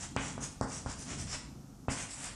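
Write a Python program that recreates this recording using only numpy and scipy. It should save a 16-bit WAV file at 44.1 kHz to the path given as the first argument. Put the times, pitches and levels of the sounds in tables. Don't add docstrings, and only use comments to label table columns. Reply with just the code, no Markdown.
import sys
import numpy as np
from scipy import signal
from scipy.fft import rfft, irfft
from scipy.io import wavfile
from scipy.ndimage import uniform_filter1d

SR = 44100
rng = np.random.default_rng(int(sys.argv[2]) if len(sys.argv) > 2 else 0)


def unload_audio(sound):
    columns = np.transpose(np.atleast_2d(sound))
    steps = np.round(np.clip(columns, -1, 1) * 32767)
    wavfile.write(sys.argv[1], SR, steps.astype(np.int16))


def gain_from_db(level_db):
    decades = np.asarray(level_db, float) / 20
    return 10 ** decades


N = 103767

# start in seconds, length in seconds, stick hiss in dB,
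# lower stick modes over hiss in dB, board scrape in dB.
STROKES = [(-.03, .12, -45, -4.5, -49.5), (0.14, 0.23, -47, -4, -51.5), (0.396, 0.091, -41, -3, -47.5),
           (0.611, 0.047, -51, -0.5, -60), (0.647, 0.2, -47, -2.5, -52.5), (0.84, 0.14, -48.5, -3, -52.5),
           (0.956, 0.12, -50, -0.5, -56), (1.04, 0.15, -47.5, -2.5, -47), (1.152, 0.11, -47, -1, -50.5),
           (1.233, 0.15, -51, 0, -52.5), (1.293, 0.095, -44.5, -2, -44), (1.885, 0.074, -41, -4, -51),
           (1.913, 0.18, -44.5, -7.5, -46.5), (2.072, 0.1, -46, -7, -53.5), (2.115, 0.18, -49, -6.5, -52),
           (2.198, 0.12, -46.5, -5, -46.5), (2.264, 0.087, -71, 6, -52)]
# frequency in Hz, width in Hz, level in dB.
STICK_LOW_MODES = [(4995, 720, -0.5), (5460, 170, 3), (5765, 250, 2)]
STICK_HIGH_MODES = [(6450, 880, -7.5), (6993, 337, 0.5), (6985, 423, 0.5), (7680, 830, 3.5),
                    (7685, 920, 0.5), (8520, 1910, -2)]
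# frequency in Hz, level in dB, t60 in seconds.
BOARD_MODES = [(48.6, 7, 0.18), (74, -9.5, 0.16), (142.2, -4, 0.28), (216, -10, 0.3), (271.6, 9, 0.14),
               (500, -88, .08), (752, -11, 0.3), (894, -11.5, 0.027), (960, -36, 0.088), (1400, -96, 0.033),
               (1590, -2, 0.21), (1900, -103, .06), (2520, -104, 0.058)]
# frequency in Hz, density in dB per Hz.
SCRAPE_SPECTRUM = [(60, -11), (300, -6.5), (700, 4), (1500, 3.5), (2800, 1.5), (3800, -2.5), (4600, -6),
                   (9000, -74.5)]
# frequency in Hz, width in Hz, level in dB.
BOOM_MODES = [(135, 14, 0), (270, 22, -3)]
# time in seconds, peak in dB, contact in ms.
LANDINGS = [
    (.1640, -15, .85),
    (.3790, -24.5, 1.0),
    (.6119, -14.5, 1.15),
    (.8612, -23, 1.0),
    (1.8836, -15.5, .95),
]
# wash top in Hz, wash in dB, tick in dB, thump in dB.
LANDING_COLOURS = [(3060, -21.5, -12.5, -5.5), (1640, -26.5, -12, -12), (1550, -25.5, -18, -5.5),
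                   (1670, -22.5, -18, 1), (2870, -24, -27, -2)]
TICK_MOST_DB = [-16, -34, -18, -24, -34]
# frequency in Hz, width in Hz, level in dB.
TICK_MODES = [(4820, 460, 5), (6340, 2100, 6), (7970, 910, 6.5)]
# time in seconds, level in dB, share above the deep band in dB.
HAND_RUB = [(0, -55.5, 0), (.2, -51.5, 1.5), (.45, -51, 3), (.56, -56.5, -1.5), (.65, -54, 1),
            (.95, -52, -2), (1.05, -55.5, 2.5), (1.12, -48.5, 3.5), (1.2, -47, -2.5), (1.27, -48.5, -1),
            (1.362, -52.5, -1.5), (1.8, -61, 3), (1.95, -62.5, 13), (2.1, -61.5, 3), (2.35, -57.5, -2.5)]
# frequency in Hz, density in dB per Hz.
AIR_SPECTRUM = [(35, 5), (270, 3), (400, -18), (750, -10.5), (1350, -20), (1900, -27), (3800, -27),
                (6000, -19.5)]
# from in Hz, to in Hz, t60 in seconds.
ROOM_BANDS = [(122, 312, 0.49), (367, 1295, 0.65), (1620, 4700, 0.55), (3240, 4700, 0.52),
              (6500, 16700, 0.41)]

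RISE_SHARE, FALL_SHARE = 0.47, 0.46
GRAINS_PER_S, GRAIN_SPREAD_DB, JUDDER_DB, JUDDER_PER_S = 14000, 1.5, 1.2, 90
GRIP_SHIFT, GRIP_DB, GRIP_DAMPING_HZ = 0.025, 1.5, 420
SCRAPE_RING_DB, KNOCK_RING_DB, BOOM_DB, HUM_DB = -10.5, -14.5, -10, -1
KNOCK_SAG_HZ, THUMP_HZ, THUMP_T60_S, THUMP_LAG_S = 110, 60, 0.032, 0.0014
WASH_T60_S, WASH_LOW_HZ, WASH_RISE_S = 0.37, 587, 0.004
HAND_LOW_HZ, HAND_MID_HZ, HAND_TOP_HZ = 31, 93, 273
AIR_DB, AIR_TOP_DB = -54, -33
FAN_HZ, FAN_WIDTH_HZ, FAN_DB = 1350, 150, -75
ROOM_DB, FIRST_WALL_S = -4, 0.0079
SIDE_DB, SIDE_LOW_HZ = -28.5, 900
MIC_TOP_HZ, MIC_LOW_HZ = 9900, 33
TOP_FROM_HZ, TOP_STEP_HZ, TOP_SENSE_S, TOP_LOSS_DB = 9900, 420, 0.023, -50
TOP_UNDER_DB, TOP_FLICKER_DB, TOP_STRICTER_DB = -33.5, 2.5, 0.5


def scrape():
    _, _, hiss_db, low_db, board_db = np.transpose(STROKES)
    force, shake = grains(), grains()
    hiss = gripped(force, STICK_HIGH_MODES, hiss_db)
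    hiss = hiss + gripped(force, STICK_LOW_MODES, hiss_db + low_db)
    rumble = gain_from_db(SCRAPE_RING_DB) * rms_one(board(shake))
    rumble = rumble + gain_from_db(BOOM_DB) * rms_one(stick(shake, BOOM_MODES))
    return hiss + pressure(board_db) * (colour(shake, SCRAPE_SPECTRUM) + rumble)


def grains():
    sizes = gain_from_db(GRAIN_SPREAD_DB * np.minimum(rng.exponential(1, N), 5))
    signs = rng.choice([-1, 1], N)
    breaks = rng.random(N) < GRAINS_PER_S / SR
    return sizes * signs * breaks * gain_from_db(JUDDER_DB * drift(JUDDER_PER_S))


def gripped(force, modes, levels_db):
    out = np.zeros(N)
    chance = rng.standard_normal((len(STROKES), len(modes) + 1))
    for k, (start, length, *_) in enumerate(STROKES):
        part = slice(max(int(start * SR), 0), int((start + length) * SR) + 400)
        shift = 1 + GRIP_SHIFT * chance[k, -1]
        moved = [(hz * shift, max(width, GRIP_DAMPING_HZ), db + GRIP_DB * c)
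                 for (hz, width, db), c in zip(modes, chance[k])]
        alone_db = np.where(np.arange(len(STROKES)) == k, levels_db, -200)
        out[part] += pressure(alone_db)[part] * rms_one(stick(force[part], moved))
    return out


def pressure(levels_db):
    t = np.arange(0, N + 64, 32) / SR
    power = 0
    for (start, length, *_), db in zip(STROKES, levels_db):
        u = (t - start) / length
        ramp = np.clip(np.minimum(u / RISE_SHARE, (1 - u) / FALL_SHARE), 0, 1)
        power += (gain_from_db(db) * np.sin(np.pi / 2 * ramp) ** 2) ** 2
    return np.interp(np.arange(N) / SR, t, np.sqrt(power))


def stick(force, modes):
    out = 0
    for k, (hz, width_hz, db) in enumerate(modes):
        t60_s = np.log(1000) / np.pi / width_hz
        out = out + (-1) ** k * gain_from_db(db) * np.sqrt(width_hz) * ring(force, hz, t60_s)
    return out


def board(force):
    return sum(gain_from_db(db) * ring(force, hz, max(t60_s, 0.01)) for hz, db, t60_s in BOARD_MODES)


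def taps():
    push, tick, thump, wash = np.zeros((4, N))
    t, noise = np.arange(N) / SR, rng.standard_normal(N)
    for landing, tint, most_db in zip(LANDINGS, LANDING_COLOURS, TICK_MOST_DB):
        start_s, db, contact_ms = landing
        top_hz, wash_db, tick_db, thump_db = tint
        since = t - start_s
        push += gain_from_db(db) * np.sin(np.pi * np.clip(since * 1000 / contact_ms, 0, 1)) ** 2
        tick[int(start_s * SR) + 8] = gain_from_db(db + min(tick_db, most_db) - 30)
        thump[int((start_s + THUMP_LAG_S) * SR)] = -gain_from_db(db + thump_db)
        decay = gain_from_db(wash_db + db - 60 * np.maximum(since, 0) / WASH_T60_S)
        waves = cut(cut(noise, WASH_LOW_HZ, "high"), top_hz, "low", order=6)
        wash += np.clip(since / WASH_RISE_S, 0, 1) * decay * rms_one(waves)
    ringing = board(push) + stick(push, BOOM_MODES) / 5
    knock = cut(push, KNOCK_SAG_HZ, "high", order=1) + gain_from_db(KNOCK_RING_DB - 36) * ringing
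    return knock + ring(thump, THUMP_HZ, THUMP_T60_S) + stick(tick, TICK_MODES) + wash


def hand():
    s, db, share_db = np.transpose(HAND_RUB)
    t = np.arange(N) / SR
    level, share = gain_from_db(np.interp(t, s, db)), gain_from_db(np.interp(t, s, share_db))
    deep = rub([HAND_LOW_HZ, HAND_MID_HZ])
    high = rub([HAND_MID_HZ, HAND_TOP_HZ])
    high = high + gain_from_db(HUM_DB) * rms_one(stick(rng.standard_normal(N), BOOM_MODES))
    return level * (deep / share + high * share)


def rub(band_hz):
    return rms_one(cut(rng.standard_normal(N), band_hz, "band")) * gain_from_db(1.6 * drift(8.6))


def classroom(x):
    t = np.arange(SR) / SR
    onset = np.clip(t / FIRST_WALL_S - 1, 0, 1)
    tail = np.zeros(SR)
    for low_hz, high_hz, t60_s in ROOM_BANDS:
        band = cut(rng.standard_normal(SR), [low_hz, high_hz], "band")
        tail += rms_one(band * onset * gain_from_db(-60 * t / t60_s)) * np.sqrt((high_hz - low_hz) / SR)
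    return signal.fftconvolve(x, tail / np.sqrt(SR / 2))[:N]


def air():
    spectrum = AIR_SPECTRUM + [(14500, AIR_TOP_DB)]
    return gain_from_db(AIR_DB + 0.5 * drift(1.33)) * colour(rng.standard_normal(N), spectrum)


def fan():
    return gain_from_db(FAN_DB) * rms_one(stick(rng.standard_normal(N), [(FAN_HZ, FAN_WIDTH_HZ, 0)]))


def ring(x, hz, t60_s):
    r, w = gain_from_db(-60 / (t60_s * SR)), 2 * np.pi * hz / SR
    return signal.lfilter([0, np.sin(w)], [1, -2 * r * np.cos(w), r * r], x + 1e-18)


def drift(rate_hz):
    r = np.exp(-2 * np.pi * rate_hz / SR)
    return rms_one(signal.lfilter([1], [1, -2 * r, r * r], rng.standard_normal(N + SR))[SR:])


def colour(x, spectrum):
    gain = gain_from_db(at_hz(spectrum, np.fft.rfftfreq(N, 1 / SR)))
    return rms_one(irfft(rfft(x) * gain, N))


def at_hz(points, hz):
    point_hz, value = np.array(points).T
    return np.interp(np.log(hz + 1), np.log(point_hz), value)


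def cut(x, hz, kind, order=2):
    sos = signal.butter(order, np.clip(hz, 10, 0.45 * SR), kind, fs=SR, output="sos")
    return signal.sosfilt(sos, x)


def rms_one(x):
    return x / np.sqrt(np.mean(x ** 2) + 1e-20)


def scene():
    chalk = scrape() + taps()
    heard = chalk + gain_from_db(ROOM_DB) * classroom(chalk)
    mid = cut(heard, MIC_TOP_HZ, "low", order=4) + hand() + air() + fan()
    side = gain_from_db(SIDE_DB) * cut(np.roll(mid, 300), SIDE_LOW_HZ, "high", order=1)
    return np.array([mid + side, mid - side])


def level_db(x):
    return 10 * np.log10(uniform_filter1d(x ** 2, int(TOP_SENSE_S * SR)) + 1e-14)


def shut_top(x):
    spectrum, hz = rfft(x), np.fft.rfftfreq(N, 1 / SR)
    whole_db = level_db(cut(x[0], 670, "high"))
    for low_hz in TOP_FROM_HZ + TOP_STEP_HZ * np.arange(12):
        band = irfft(spectrum * ((hz > low_hz) & (hz <= low_hz + TOP_STEP_HZ)), N)
        steps = min(low_hz - TOP_FROM_HZ, 2200) / TOP_STEP_HZ
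        limit_db = whole_db + TOP_UNDER_DB + TOP_STRICTER_DB * steps
        shut = level_db(band[0]) + TOP_FLICKER_DB * drift(15) < limit_db
        x = x - band * (1 - gain_from_db(TOP_LOSS_DB)) * uniform_filter1d(1.0 * shut, 500)
    return x


def roll_off(x):
    return signal.sosfilt(signal.butter(12, 14620, fs=SR, output="sos"), x)


def record(dry):
    mix = shut_top(cut(dry, MIC_LOW_HZ, "high"))
    return roll_off(mix)


dry = scene()
out = record(dry)
unload_audio(out)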